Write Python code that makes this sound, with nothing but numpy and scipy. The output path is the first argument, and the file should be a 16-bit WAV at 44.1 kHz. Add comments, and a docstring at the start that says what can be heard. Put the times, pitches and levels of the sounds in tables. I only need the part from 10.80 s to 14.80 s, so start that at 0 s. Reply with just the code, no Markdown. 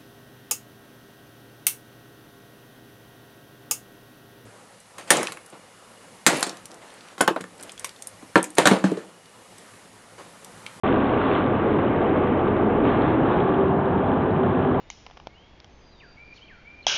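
"""On the deck of a motor boat in choppy sea, heard through a small, dull microphone.
Wind and wake make a steady rush. The bow wave washes up twice with a fizz of spray, and small
waves slap the hull. The exhaust rumbles and the engine drones through the hull. A little past
halfway it is throttled up: both start to chug, and one moaning tone glides up with the speed."""
import sys
import numpy as np
from scipy import signal
from scipy.fft import rfft, irfft
from scipy.io import wavfile
from scipy.ndimage import uniform_filter1d

SR = 44100
rng = np.random.default_rng(int(sys.argv[2]) if len(sys.argv) > 2 else 0)


def wrap_up_sound(samples):
    """Save the sound to the file named by the first command line argument, as 16-bit audio."""
    columns = np.atleast_2d(samples).T
    # keep every value between -1 and 1, then stretch to whole-number steps
    tamed = np.clip(columns, -1, 1)
    steps = np.round(tamed * 32767).astype(np.int16)
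    wavfile.write(sys.argv[1], SR, steps)


N = 176400
TIME = np.arange(N) / SR


def amp(db):
    """Turns decibels into a number to multiply by."""
    return 10 ** (np.asarray(db) / 20)


def unit(x):
    """Scales a signal to an average strength (rms) of 1."""
    return x / np.sqrt(np.mean(x ** 2) + 1e-20)


def curve(points):
    """Joins (time, value) points with straight lines."""
    return np.interp(TIME, *np.transpose(points))


def colour(points, hz, column=1):
    """Looks up a table's level in dB at the given frequencies."""
    table = np.transpose(points)
    return np.interp(np.log(hz + 1), np.log(table[0]), table[column])


def drift(rate_hz):
    """A random wobble of strength 1, mostly slower than rate_hz."""
    hz = np.fft.rfftfreq(2048, 1 / 200)
    slow = unit(irfft(rfft(rng.standard_normal(2048)) / (1 + (hz / rate_hz) ** 2)))
    return np.interp(TIME, np.arange(len(slow)) / 200, slow)


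def noise(points, patchy_db, column=1, size=1024):
    """Noise of strength 1, shaped by a table, with random louder and softer patches."""
    hz, hop = np.fft.rfftfreq(size, 1 / SR), size // 4
    real, imag, patches = rng.standard_normal((N // hop + 5, len(hz), 3)).T
    patches = uniform_filter1d(patches, size=9, axis=0)  # smooth across pitch
    patches = unit(uniform_filter1d(patches, size=14, axis=1))  # and across time
    spectrum = (real + 1j * imag) * amp(colour(points, hz, column)[:, None] + patchy_db * patches)
    return unit(signal.istft(spectrum, nperseg=size, noverlap=size - hop)[1][:N])


# Tone of the rush: f/Hz, relative level/dB at low throttle, the same at high throttle
RUSH_TONE = [(20, -38, -35), (40, -22.5, -23.5), (65, -14.5, -28), (95, -17, -20.5), (161, -8, -7),
             (241, -1, -1.5), (332, 1, -4.5), (410, -0.5, -1.5), (460, -2, -6.5), (507, -6.5, -9.5),
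             (640, -7, -6), (807, -9, -8.5), (1150, -18.5, -14.5), (1270, -21.5, -20.5), (1700, -23, -23),
             (1930, -23.5, -30), (3180, -33, -36.5), (4200, -54.5, -54.5)]
# How loud the rush is: t/s, level/dB
RUSH_LOUDNESS = [(0, -21.5), (.5, -22), (.8, -23.5), (1.3, -20.5), (1.7, -22.5), (2.1, -21), (2.4, -22),
                 (2.8, -24.5), (3.3, -23), (4, -26.5)]

def rush(cycles, throttle, firings_per_cycle=8):
    """Wind, wake and exhaust make a broad roar that throbs each time the engine fires."""
    low = noise(RUSH_TONE, patchy_db=0.9, column=1)
    high = noise(RUSH_TONE, patchy_db=0.5, column=2)
    roar = np.sqrt(1 - throttle) * low + np.sqrt(throttle) * high
    throb = unit(1 + 0.17 * np.exp(-(firings_per_cycle * cycles % 1)))
    return amp(curve(RUSH_LOUDNESS)) * throb * roar


# Tone of splashing water, shared by spray, foam and slaps: f/Hz, relative level/dB
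WATER_TONE = [(300, -19), (800, -7), (1170, 10), (1260, -4), (1420, -2), (1600, -3.5), (2200, -9.5),
              (2900, -10.5), (3600, -8), (4200, -14)]

def spray(pitches=24, drops_per_s=1100, fade_periods=3.5):
    """Drops and tiny bubbles ring briefly; the higher ones die away sooner."""
    fizz = np.zeros(N)
    for hz in np.geomspace(900, 4000, pitches):
        t = np.arange(0, 8 * fade_periods / hz, 1 / SR)
        ring = np.sin(2 * np.pi * hz * t) * np.exp(-hz * t / fade_periods)
        sizes = amp(7 * np.minimum(rng.exponential(1, N), 4))  # many quiet drops, a few loud ones
        hits = sizes * (rng.random(N) < drops_per_s / pitches / SR)
        fizz += amp(colour(WATER_TONE, hz)) * hz * signal.oaconvolve(hits, ring)[:N]
    return unit(fizz)


# How loud the water at the front of the boat is: t/s, level/dB
BOW_LOUDNESS = [(0, -28), (.25, -33.5), (.4, -29.5), (.57, -26), (.67, -36), (.88, -34), (1.15, -38),
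                (1.42, -39), (1.8, -39.5), (2.02, -40), (2.06, -29.5), (2.12, -29.5), (2.18, -33.5),
                (2.28, -30.5), (2.39, -38.5), (2.5, -32), (2.59, -33.5), (2.72, -34.5), (2.9, -40),
                (3.4, -39), (3.8, -36), (4, -40)]

def bow_wave():
    """Foam and spray rise and fall together as the bow meets the waves."""
    foam = noise(WATER_TONE, patchy_db=1.0)
    return amp(curve(BOW_LOUDNESS)) * (foam + amp(-3.5) * spray())


# Small waves hitting the hull, one per row: t/s, level/dB
HULL_SLAPS = [(.985, -31.5), (1.213, -35), (1.359, -29), (1.465, -31.5), (1.67, -33), (2.068, -30),
              (2.112, -33), (2.515, -30), (3.82, -35.5)]

def slaps(rise_s=0.005, fade_s=0.025):
    """Each small wave breaks on the hull with a quick rise and a short fizz."""
    level = np.zeros(N)
    for start, db in HULL_SLAPS:
        age = np.maximum(TIME - start, 0)
        level += amp(db) * np.minimum(age / rise_s, 1) * np.exp(-age / fade_s)
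    return level * noise(WATER_TONE, patchy_db=2.0)


def chug(cycles, throttle, swing_db=4.5, lag_cycles=0.06):
    """The exhaust's beat: none at low throttle; two humps and one deep dip per cycle at high."""
    angle = 2 * np.pi * (cycles - lag_cycles)
    beat = throttle * (np.cos(angle) - np.cos(2 * angle))
    return unit(amp(swing_db * beat))


# Tone of the exhaust: f/Hz, relative level/dB
EXHAUST_TONE = [(20, -37), (62, -27), (90, 10), (140, 4), (200, -0.5), (400, -30.5)]
# How loud the exhaust is: t/s, level/dB
EXHAUST_LOUDNESS = [(0, -38.5), (1.3, -38.5), (1.6, -35), (2.3, -31.5), (2.7, -38.5), (4, -37)]

def exhaust(cycles, throttle):
    """Escaping gas makes a low rumble that breaks into puffs as the throttle opens."""
    gas = noise(EXHAUST_TONE, patchy_db=1.5, size=2048)
    return amp(curve(EXHAUST_LOUDNESS)) * chug(cycles, throttle) * gas


# How loud the moaning tone is: t/s, level/dB
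MOAN_LOUDNESS = [(0, -35), (.25, -28), (.6, -40), (2.1, -40), (2.26, -28), (2.34, -21), (2.43, -30),
                 (2.54, -29), (2.66, -27), (2.73, -28.5), (2.82, -22), (2.94, -30), (3.15, -30.5),
                 (3.35, -36), (3.6, -29.5), (3.75, -35), (3.88, -31), (4, -34)]

def moan(cycles, multiple=52):
    """The drive sings one rough, wavering tone whose pitch follows the engine's speed."""
    angle = 2 * np.pi * multiple * cycles + 0.16 * drift(rate_hz=25) + 0.35 * drift(rate_hz=4)
    db = curve(MOAN_LOUDNESS) + 1.8 * drift(rate_hz=16)
    return np.sqrt(2) * amp(db) * np.sin(angle)


# Strong engine tones. Multiple of the cycle rate: (level/dB at low throttle, at high throttle)
STRONG_TONES = {8: (-45, -41), 11: (-59, -40), 13: (-61, -34.5), 16: (-39, -48), 19: (-39, -35),
                20: (-54, -39), 24: (-38, -41), 25: (-44, -36), 26: (-49, -38), 28: (-45, -38),
                33: (-50, -38), 34: (-54, -29), 36: (-48, -35), 37: (-48, -38), 40: (-37, -39),
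                41: (-34, -38), 47: (-40, -48), 48: (-43, -35), 50: (-38, -38), 53: (-48, -39),
                59: (-48, -38), 60: (-39, -49), 71: (-49, -41), 79: (-39, -50), 80: (-41, -47),
                93: (-42, -50), 96: (-52, -40), 104: (-49, -41), 109: (-56, -42), 119: (-42, -48),
                120: (-40, -43), 129: (-44, -52), 135: (-54, -45), 143: (-41, -52), 157: (-54, -44),
                222: (-42, -60), 301: (-48, -72)}
# All the weaker tones, shaped by the hull: f/Hz, level/dB at low throttle, at high throttle
HULL_TONES = [(30, -88.5, -85), (65, -65.5, -68.5), (98, -44.5, -46), (200, -44, -40.5), (317, -45, -46.5),
              (520, -47, -48), (790, -52, -49.5), (1140, -54.5, -58), (1385, -58.5, -58),
              (1690, -61.5, -61), (2100, -76, -83)]

def engine(speed, cycles, throttle, waver=0.49, waver_hz=1.5, chug_below_hz=155, bark_hz=750):
    """The engine shakes the hull at many multiples of its cycle rate, each wavering on its own."""
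    drone = np.zeros(N)
    hull_hz, *hull_db = np.transpose(HULL_TONES)
    angle = 2 * np.pi * (cycles + 0.00027 * drift(rate_hz=7.6))
    # Working to gain speed makes the engine bark: its upper tones get louder.
    bark_db = uniform_filter1d(np.gradient(speed) * SR, size=8820) * throttle
    swell = chug(cycles, throttle)
    coarse = slice(None, None, 100)  # levels move slowly, so every 100th sample is enough
    for multiple in range(5, 330):
        hz = multiple * speed[coarse]
        if multiple in STRONG_TONES:
            low, high = STRONG_TONES[multiple]
        else:
            low, high = (np.interp(hz, hull_hz, column, right=-100) for column in hull_db)
        db = low + (high - low) * throttle[coarse]
        db += bark_db[coarse] * np.clip(2 * hz / bark_hz - 1, 0, 1)
        gain = np.interp(TIME, TIME[coarse], amp(db))
        if hz.mean() < chug_below_hz:
            gain *= swell
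        phase = multiple * angle + 2 * np.pi * rng.random()
        tone = (1 + waver * drift(waver_hz)) * np.cos(phase)
        tone += waver * drift(waver_hz) * np.sin(phase)
        drone += gain * tone
    return drone * np.sqrt(2 / (1 + 2 * waver ** 2))


# How fast the engine runs: t/s, cycle rate/Hz (one cycle is two turns of the shaft)
ENGINE_SPEED = [(0, 5.2), (.5, 5.17), (1.5, 5.195), (2.0, 5.24), (2.15, 5.26), (2.28, 6.07), (2.39, 6.17),
                (2.5, 6.82), (2.65, 7.3), (2.78, 7.49), (3.1, 7.45), (3.5, 7.48), (4, 7.5)]

def scene(slow_hz=5.2, fast_hz=7.5):
    """Mixes boat and water into one channel; the engine's speed steers the boat's sounds."""
    speed = curve(ENGINE_SPEED)
    cycles = np.cumsum(speed) / SR  # engine cycles so far
    throttle = np.clip((speed - slow_hz) / (fast_hz - slow_hz), 0, 1)  # 0 is low, 1 is high
    boat = engine(speed, cycles, throttle) + moan(cycles)
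    boat += rush(cycles, throttle) + exhaust(cycles, throttle)
    return (boat + bow_wave() + slaps())[None]


def record(dry, peak_limit=0.4, start_s=0.034, dull_hz=3242, top_hz=4330):
    """The microphone switches on, rounds off loud peaks, dulls the treble and cuts off the very top."""
    switch_on = np.clip((TIME - start_s) / 0.0012, 0, 1)
    soft = peak_limit * np.tanh(dry / peak_limit) * switch_on
    dull = signal.sosfilt(signal.butter(6, dull_hz, fs=SR, output="sos"), soft)
    top_cut = signal.firwin(401, top_hz, window=("kaiser", 9), fs=SR)
    return signal.oaconvolve(dull, top_cut[None], "same")


dry = scene()
out = record(dry)
wrap_up_sound(out)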